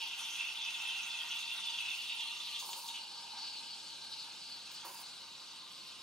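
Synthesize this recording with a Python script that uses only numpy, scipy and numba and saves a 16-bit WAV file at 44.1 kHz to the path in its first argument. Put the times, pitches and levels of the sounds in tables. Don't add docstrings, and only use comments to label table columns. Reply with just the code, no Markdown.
import sys
import numpy as np
from scipy import signal
from scipy.fft import rfft, irfft, next_fast_len
from scipy.io import wavfile
from scipy.ndimage import uniform_filter1d
from numba import njit

SR = 44100
rng = np.random.default_rng(int(sys.argv[2]) if len(sys.argv) > 2 else 0)


def digitize_waveform(pressure):
    field = np.atleast_2d(pressure).T
    bounded = np.clip(field, -1, 1)
    quanta = np.round(bounded * 32767).astype(np.int16)
    wavfile.write(sys.argv[1], SR, quanta)


N = 265834
TIME = np.arange(N) / SR
FREQS = np.maximum(np.fft.rfftfreq(N, 1 / SR), 1)


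def undb(db):
    return 10 ** (np.asarray(db) / 20)


def curves(table):
    times, *columns = np.transpose(table)
    return [np.interp(TIME, times, column) for column in columns]


def unit(x):
    return x / np.sqrt(np.mean(x ** 2))


def colour(x, points):
    hz, db = np.transpose(points)
    gain = undb(np.interp(np.log(FREQS), np.log(hz), db))
    return irfft(rfft(x) * gain, N)


def ring(x, modes):
    response = sum(undb(db) / (1 + 1j * (FREQS ** 2 - hz ** 2) / (FREQS * width))
                   for hz, width, db in modes)
    return irfft(rfft(x) * response, N)


def ring_twice(x, hz, width_hz):
    mode = [(hz, width_hz, 0)]
    return unit(ring(ring(x, mode), mode))


@njit
def sweep(x, hz, width):
    y, band, low = np.empty(len(x)), 0., 0.
    for i in range(len(x)):
        g, damping = np.tan(np.pi * hz[i] / SR), width / hz[i]
        v = (band + g * (x[i] - low)) / (1 + g * (g + damping))
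        band, low = 2 * v - band, low + 2 * g * v
        y[i] = damping * v
    return y


def sweep_twice(x, hz, width_hz):
    return sweep(sweep(x, hz, width_hz), hz, width_hz)


def walk(rate):
    hold = max(int(SR / rate), 2)
    steps = rng.standard_normal(N // 16)[np.arange(N) // hold % (N // 16)]
    return unit(uniform_filter1d(steps, hold))


def pops(per_s, spread_db):
    happens = rng.random(N) < per_s / SR
    signs = np.sign(rng.standard_normal(N))
    return unit(happens * signs * undb(spread_db * rng.standard_normal(N)))


def swirl(x, rate, depth_db, count=16):
    size = next_fast_len(N)
    hz = np.maximum(np.fft.rfftfreq(size, 1 / SR), 1)
    place = np.interp(np.log(hz), np.log([1500, 16000]), [0, count - 1])
    spectrum = rfft(x, size)
    shaded = 0
    for k in range(count):
        overlap = np.maximum(1 - abs(place - k), 0)
        band = irfft(spectrum * overlap, size)[:N]
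        shaded = shaded + band * undb(depth_db * walk(rate))
    return shaded


def sputter(per_s, fade_s, depth):
    spits = (rng.random(N) < per_s / SR) * rng.uniform(.4, 1, N)
    fading = signal.lfilter([1], [1, -np.exp(-1 / (fade_s * SR))], spits)
    return unit(1 + depth * fading)


ATTACK_S, RELEASE_S = 0.0092, 0.03


def swells(rows, attack_s=ATTACK_S, release_s=RELEASE_S):
    total = 0
    for s, length, db in rows:
        rise, fall = (TIME - s) / attack_s, (s + length - TIME) / release_s
        total = total + undb(db) * np.clip(np.minimum(rise, fall) + .5, 0, 1)
    return total


def loudness(db, rows):
    return np.hypot(undb(db), swells(rows))


# (time [s], collapsing-bubble level [dB],
# jet fizz level [dB], rolling-milk level [dB], fizz pitch [Hz])
STEAMING_LEVELS = [(0, -45, -55, -62.5, 4800), (1.0, -44, -53, -62.5, 4430), (1.9, -45.5, -51, -63.5, 4180),
                   (2.0, -46, -50.5, -63, 4280), (2.3, -44.5, -51.5, -62.5, 4100),
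                   (2.38, -49.5, -51.5, -65.5, 4200), (2.58, -47, -48.5, -66, 3970),
                   (2.7, -58.5, -50.5, -59, 4230), (3.2, -58, -51, -59, 4280), (3.55, -55, -50, -61, 4380),
                   (3.85, -58.5, -50.5, -65, 4330), (4.55, -59, -52, -66.5, 4300),
                   (4.8, -55.5, -52, -68, 4530), (4.93, -62, -57.5, -66, 4670), (5.06, -66, -51, -67, 4250),
                   (5.28, -62, -54.5, -64, 3800), (5.5, -61, -53.5, -60.5, 3860),
                   (5.67, -58, -54.5, -63, 3820), (5.9, -61, -51.5, -72, 3780), (6.03, -62, -55, -62, 3850)]
# (time [s], length [s], level [dB], resonance [Hz])
CLOUD_SURGES = [(0, 0.056, -42.5, 2740), (0.101, 0.052, -45, 2620), (0.255, 0.018, -43, 3300),
                (0.349, 0.16, -43.5, 2660), (0.561, 0.089, -46, 3730), (0.635, 0.064, -43, 2660),
                (0.736, 0.021, -45.5, 3630), (0.771, 0.094, -50, 2830), (.86, 0.069, -43.5, 3370),
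                (0.9, 0.11, -47, 2760), (1.168, 0.064, -45.5, 3300), (1.302, 0.067, -42, 2860),
                (1.488, 0.1, -47, 3470), (1.603, 0.1, -44, 2810), (1.726, 0.078, -48.5, 3580),
                (1.778, 0.056, -41, 2800), (1.846, 0.058, -42.5, 2680), (1.91, 0.046, -40.5, 2650),
                (1.977, 0.13, -49.5, 2830), (2.085, 0.056, -40, 2740), (2.195, 0.05, -40, 3150),
                (2.406, 0.064, -46.5, 3580), (2.468, .03, -44.5, 3070), (2.53, .07, -46.5, 3440),
                (2.882, 0.032, -46, 3680), (2.939, 0.049, -41.5, 2940)]
# (time [s], lower pitch [Hz], upper pitch [Hz],
# lower level against the rasp [dB], upper level against the rasp [dB])
WHISTLE_STRANDS = [(0, 2720, 3350, -5, -7), (0.25, 2720, 3140, -9, -2), (0.42, 2684, 3200, -1, -7),
                   (0.6, 2730, 3480, -7.5, -7.5), (0.9, 2685, 3400, -1, -6), (1.22, 2710, 3290, -6, -1.5),
                   (1.42, 2675, 3510, -1, -5), (1.68, 2800, 3510, -1, 0.5), (1.9, 2650, 3300, -1.5, -2.5),
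                   (2.0, 2820, 3450, 2, -2), (2.25, 2813, 3540, -3, -3.5), (2.42, 2810, 3600, -12, -11),
                   (2.96, 2930, 3420, -5.5, -8)]
# (frequency [Hz], gain [dB])
COLLAPSE_TONE = [(1200, -47), (1800, -13.5), (2000, -12), (2380, -7.5), (2620, -5), (3020, -6), (3500, -2),
                 (4300, -14), (5100, -25), (6300, -21), (7800, -36), (9400, -31), (11000, -28),
                 (15500, -46)]
CLOUD_HZ = 3084
CLOUD_DRIFT_DB = 0.48
SQUEAL_SHARE = 0.29


def screech():
    steady_db, _, _, _ = curves(STEAMING_LEVELS)
    low_hz, high_hz, low_db, high_db = curves(WHISTLE_STRANDS)
    steady_power = undb(steady_db) ** 2
    surges = [(swells([(s, length, db)]) ** 2, hz) for s, length, db, hz in CLOUD_SURGES]
    power = steady_power + sum(surge for surge, _ in surges)

    resting_hz = CLOUD_HZ * undb(CLOUD_DRIFT_DB * walk(30))
    cloud_hz = (resting_hz * steady_power + sum(surge * hz for surge, hz in surges)) / power

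    spits = sputter(per_s=90, fade_s=0.0032, depth=0.8)
    implosions = pops(per_s=10000, spread_db=2.0) * spits
    cloud = sweep(implosions, cloud_hz * undb(0.36 * walk(70)), 550.0)
    rasp = swirl(implosions, rate=60, depth_db=4.0, count=22)
    wash = unit(colour(0.28 * rasp + cloud, COLLAPSE_TONE))

    def sing(centre_hz, width_hz):
        return unit(sweep_twice(pops(per_s=8000, spread_db=1.5) * spits, centre_hz, width_hz))

    low_strand = undb(low_db) * sing(low_hz * undb(0.15 * walk(35)), 197.0)
    high_strand = undb(high_db) * sing(high_hz * undb(0.25 * walk(25)), 245.0)
    body = (wash + low_strand + high_strand) / np.sqrt(1 + undb(low_db) ** 2 + undb(high_db) ** 2)

    squealing = np.clip(SQUEAL_SHARE * (1 - steady_power / power), 0, 1)
    mixed = np.sqrt(1 - squealing) * body + np.sqrt(squealing) * sing(cloud_hz, 290.0)
    return mixed * np.sqrt(power) * undb(0.67 * walk(45))


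# (time [s], level [dB])
MIST_LEVEL = [(0, -56), (0.15, -57.5), (0.2, -52), (0.4, -55.5), (0.57, -59.5), (0.7, -56), (0.95, -55.5),
              (1.12, -58.5), (1.38, -56), (1.5, -56.5), (1.92, -56.5), (2.0, -57), (2.4, -57), (2.95, -58),
              (3.05, -74), (5.4, -68), (6.03, -67)]
# (frequency [Hz], gain [dB])
MIST_TONE = [(2000, -24), (5000, -8.5), (5600, 4), (5950, 3.5), (6400, 2.5), (7000, -1.5), (8000, -12),
             (8900, 1), (9400, 0), (10100, -5.5), (12000, -7.5), (15500, -16.5)]


def mist():
    level_db, = curves(MIST_LEVEL)
    droplets = pops(per_s=20000, spread_db=0.0) * sputter(per_s=77, fade_s=0.0024, depth=0.37)
    return unit(colour(swirl(droplets, rate=70, depth_db=4.5), MIST_TONE)) * undb(level_db)


# (time [s], length [s], level [dB])
JET_PUSHES = [(0.013, 0.055, -50.5), (1.095, 0.034, -51.5), (2.41, 0.075, -53), (2.88, 0.018, -49),
              (3.37, 0.14, -50), (4.118, 0.037, -48.5), (4.18, 0.055, -50.5), (4.755, 0.033, -55),
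              (5.208, 0.017, -52)]
# (frequency [Hz], gain [dB])
HISS_TONE = [(1200, -32), (1900, -44), (2300, -11), (2900, -4.5), (3300, -7.5), (3750, -6.5), (4400, -4.5),
             (4900, -6.5), (5400, -7.5), (6700, -14), (7500, -10.5), (8600, -15.5), (11500, -23.5),
             (12800, -33), (15000, -44)]


def hiss():
    _, level_db, _, fizz_hz = curves(STEAMING_LEVELS)
    bubbles = pops(per_s=14000, spread_db=1.5) * undb(0.52 * walk(130))
    fizz = swirl(bubbles, rate=75, depth_db=2.5, count=22)
    singing = sweep(fizz, fizz_hz * undb(0.36 * walk(45)), 700.0)
    steady = unit(colour(fizz + 0.81 * singing, HISS_TONE))
    push_fizz = sweep(pops(per_s=14000, spread_db=1.5), fizz_hz, 1100.0)
    pushed = unit(colour(push_fizz, HISS_TONE))
    return steady * undb(level_db) + pushed * swells(JET_PUSHES)


# (time [s], tip shift [0-1], bubbling pitch [Hz], notch frequency [Hz])
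TIP_POSITION = [(0, 0.75, 940, 1810), (0.2, 0.4, 953, 1780), (1.2, 0.1, 927, 1690), (1.45, 0.6, 945, 1680),
                (1.94, 0.22, 970, 1770), (1.99, 0.63, 945, 1630), (2.55, 0.7, 960, 1580),
                (2.62, 0.74, 990, 1850), (2.68, 1, 960, 1910), (2.88, 0.77, 965, 1860),
                (3.15, 0.85, 898, 1860), (4.7, 0.65, 883, 1920), (4.9, 0.64, 970, 1970),
                (5.2, 0.8, 1007, 1780), (6.03, 0.84, 1120, 1760)]


def pitcher(x, modes):
    shift = np.clip(curves(TIP_POSITION)[0], 0, 1)
    unshifted = ring(x, [(hz, width, db) for hz, width, db, _ in modes])
    shifted = ring(x, [(hz, width, db) for hz, width, _, db in modes])
    return (1 - shift) * unshifted + shift * shifted


# (time [s], length [s], main air resonance level [dB],
# upper air resonance level [dB])
MILK_SLOSHES = [(0, 0.1, -58, -79), (.17, 0.074, -63, -57.5), (0.786, 0.071, -59.5, -58),
                (1.207, 0.21, -82, -58.5), (1.54, 0.068, -66, -53), (1.66, 0.29, -66, -66),
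                (2.122, 0.5, -67.5, -71), (2.62, 0.167, -57.5, -80), (2.855, 0.048, -53.5, -71),
                (3.322, 0.14, -57.5, -61), (4.239, 0.069, -59.5, -68), (4.831, 0.076, -57.5, -56),
                (4.91, 0.13, -63, -71)]
# (frequency [Hz], width [Hz], gain at shift 0 [dB], gain at shift 1 [dB])
AIR_MODES = [(540, 63, -20, -3), (811, 41, 3.5, 2), (878, 57, -3, 2.5), (925, 32, 8.5, 6.5),
             (1037, 36, 5, 0), (1179, 84, 0, 0.5), (1377, 99, 5.5, -20), (1530, 47, 1, -4.5),
             (1860, 91, 2.5, -37)]
UPPER_DB, UPPER_SHIFT_DB = -57.5, -4.5


def churn():
    _, _, roll_db, _ = curves(STEAMING_LEVELS)
    shift, bubbling_hz, _ = curves(TIP_POSITION)
    main_rows = [(s, length, db) for s, length, db, _ in MILK_SLOSHES]
    upper_rows = [(s, length, db) for s, length, _, db in MILK_SLOSHES]
    main_gain = loudness(roll_db + 0.2 * walk(12), main_rows)
    upper_gain = loudness(UPPER_DB + UPPER_SHIFT_DB * shift + 0.83 * walk(14), upper_rows)

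    slaps = pops(per_s=6000, spread_db=2.0) * undb(.5 * walk(60))
    wavering_hz = bubbling_hz * undb(0.16 * walk(16))
    bubbling = sweep_twice(pops(per_s=6000, spread_db=2.5), wavering_hz, 256.0)
    hollow = pitcher(bubbling, AIR_MODES)
    upper = colour(pitcher(slaps, AIR_MODES), [(200, -6), (500, -13.0), (930, -8.5), (1200, 0.5),
                                               (2000, 2.5), (2600, 8.0), (5000, -33)])
    return unit(hollow) * main_gain + unit(upper) * upper_gain


# (frequency [Hz], gain [dB])
KITCHEN_TONE = [(15, -47), (25, -18), (223, 1.5), (264, -2.5), (312, 0), (454, -6), (545, -1), (635, -8.5),
                (700, -1), (910, -35), (1540, -120)]


def kitchen():
    shared = rng.standard_normal(N)
    rumble = colour(shared + 1.23 * rng.standard_normal((2, N)), KITCHEN_TONE)
    level_db = np.interp(TIME, [0, 2.2, 3.9, 6], [-71.0, -71.0, -67.5, -68.0])
    return unit(rumble) * undb(level_db + 0.099 * walk(3.7))


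# (time [s], length [s], level [dB], pitch [Hz])
SIZZLE_NOTES = [(0.198, 0.059, -52.5, 5900), (0.299, 0.076, -50.5, 6100), (1.063, 0.018, -58, 8650),
                (1.306, .025, -53, 6060), (1.383, .04, -53, 6600), (1.923, 0.025, -57, 6000),
                (2.592, 0.02, -45.5, 6450), (2.704, 0.03, -49, 6840), (2.877, 0.031, -52, 6900)]


def sizzle():
    bubbles = pops(per_s=11000, spread_db=0.5)
    return sum(ring_twice(bubbles, hz, width_hz=1250) * swells([(s, length, db)])
               for s, length, db, hz in SIZZLE_NOTES)


# (time [s], length [s], level [dB], pitch [Hz])
HOOT_NOTES = [(0.2, 1.65, -66.5, 933.7), (2.116, 0.5, -64.5, 937), (2.222, 0.43, -63.5, 1175),
              (2.6, 0.19, -65, 1036), (2.62, 0.3, -57.5, 933), (3.12, 1.1, -71.5, 1597),
              (5.62, 0.47, -68, 1042)]
HOOT_EDGE_S = 0.05


def hoots():
    bubbles = pops(per_s=6000, spread_db=1.0)
    return sum(ring_twice(bubbles, hz, width_hz=42) * swells([(s, length, db)], HOOT_EDGE_S, HOOT_EDGE_S)
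               for s, length, db, hz in HOOT_NOTES)


# (time [s], starting level before the tone filter [dB])
BUBBLE_BURSTS = [(1.792, -43), (1.885, -38), (1.949, -36), (2.2079, -36), (2.6, -34), (2.731, -27.5),
                 (2.96, -35), (3.1183, -38), (4.7232, -50)]


def bursts(t60=0.036):
    fades = sum(undb(db - 60 * np.maximum(TIME - s, 0) / t60) * (TIME >= s) for s, db in BUBBLE_BURSTS)
    return colour(rng.standard_normal(N) * fades, [(200, -55), (1000, -37.0), (2800, 1), (4500, -2),
                                                   (9000, -17), (15000, -35)])


# (time [s], length [s], level [dB])
SPRAY_SPURTS = [(1.95, 0.1, -60), (2.59, 0.31, -54.5), (2.655, .03, -56), (2.765, 0.033, -53),
                (4.715, 0.04, -56), (4.845, 0.18, -53.5)]
# (frequency [Hz], gain [dB])
SPRAY_TONE = [(2000, -38), (4500, 1), (6500, 2), (7100, 6), (8200, 0), (9000, 5.5), (9350, 8.5),
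              (9800, 0.5), (11000, 4.5), (12500, -6), (13800, 3), (15700, 0.5)]


def spray():
    spits = sputter(per_s=180, fade_s=0.0028, depth=0.45)
    drops = pops(per_s=19000, spread_db=2.5) * spits * undb(1.0 * walk(45))
    bright = unit(colour(swirl(drops, rate=67, depth_db=2.5), SPRAY_TONE))
    return bright * swells(SPRAY_SPURTS, attack_s=0.012, release_s=0.025)


# (time [s], length [s], level [dB])
AIR_GULPS = [(2.597, 0.28, -58.5), (4.842, 0.098, -52.5), (4.927, 0.14, -58.5)]


def gulps():
    swell = sum(undb(db) * np.interp(TIME, [s, s + length / 10, s + length / 2, s + length], [0, 1, 1, 0])
                for s, length, db in AIR_GULPS)
    slurp = colour(pops(per_s=2200, spread_db=7.0),
                   [(50, -50), (150, -43), (360, 1), (450, -8.0), (550, 1.5), (680, -3.0),
                    (950, 11.5), (1500, -9.5), (2200, -27), (5000, -45)])
    return unit(slurp) * swell


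# (frequency [Hz], reflections against direct sound [dB],
# left minus right level [dB], phase lead of the left in the direct sound [rad])
STEREO_SPACE = [(300, -3, -1, .01), (810, -7.5, -4, 0.018), (1590, -8, -1.5, 0.028), (2860, -0.5, -2, 0.23),
                (3420, -5, 1, 1), (4630, -2.5, 1.5, 0.69), (5430, -9, 0, 0.99), (7800, 0.5, 0.5, 0.26),
                (14700, -12, 0, .02)]


def room(x, t60=0.34):
    hz, *columns = np.transpose(STEREO_SPACE)
    wet_db, pan_db, lead = (np.interp(np.log(FREQS), np.log(hz), column) for column in columns)
    sides = np.array([[1], [-1]])
    tail = rng.standard_normal((2, N)) * undb(-60 * TIME / t60) * (TIME > .002)
    tail /= np.sqrt(np.sum(tail ** 2, axis=1, keepdims=True))
    direct = np.exp(1j * sides * lead / 2)
    paths = direct + undb(wet_db) * rfft(tail)
    balance = undb(sides * pan_db / 2) / np.sqrt(1 + undb(wet_db) ** 2)
    return irfft(rfft(x) * paths * balance, N)


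# (frequency [Hz], width [Hz], gain at shift 0 [dB], gain at shift 1 [dB])
STEEL_MODES = [(2608, 132, 2, -40), (2778, 56, -0.5, -18), (2862, 55, -25, -3.5), (2976, 68, -35, -4),
               (3266, 21, -1, -3), (3510, 35, -3.5, -16), (3560, 50, -3, -20), (3684, 57, -6, 2.5),
               (3870, 110, 1, 2), (4090, 78, -2, -2), (4277, 37, -3, 6.5), (4484, 50, -3, 8),
               (4690, 96, -1, -1), (4863, 65, 4, 4), (5550, 390, 0, -11.5), (6400, 950, 0, -26),
               (9470, 240, 1, -28)]


def scene():
    _, _, notch_hz = curves(TIP_POSITION)
    steam = screech() + mist() + hiss()
    steel = pitcher(steam, STEEL_MODES)
    milk = churn() + sizzle() + hoots() + bursts() + spray() + gulps()
    sound = 0.86 * steam + .75 * steel + milk
    sound = sound - 0.65 * sweep(sound, notch_hz, 290.0)
    return room(sound) + kitchen() * undb([[-1.1], [1.1]])


def record(dry):
    return signal.sosfilt(signal.ellip(10, .2, 70, 15700, fs=SR, output="sos"), dry)


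dry = scene()
out = record(dry)
digitize_waveform(out)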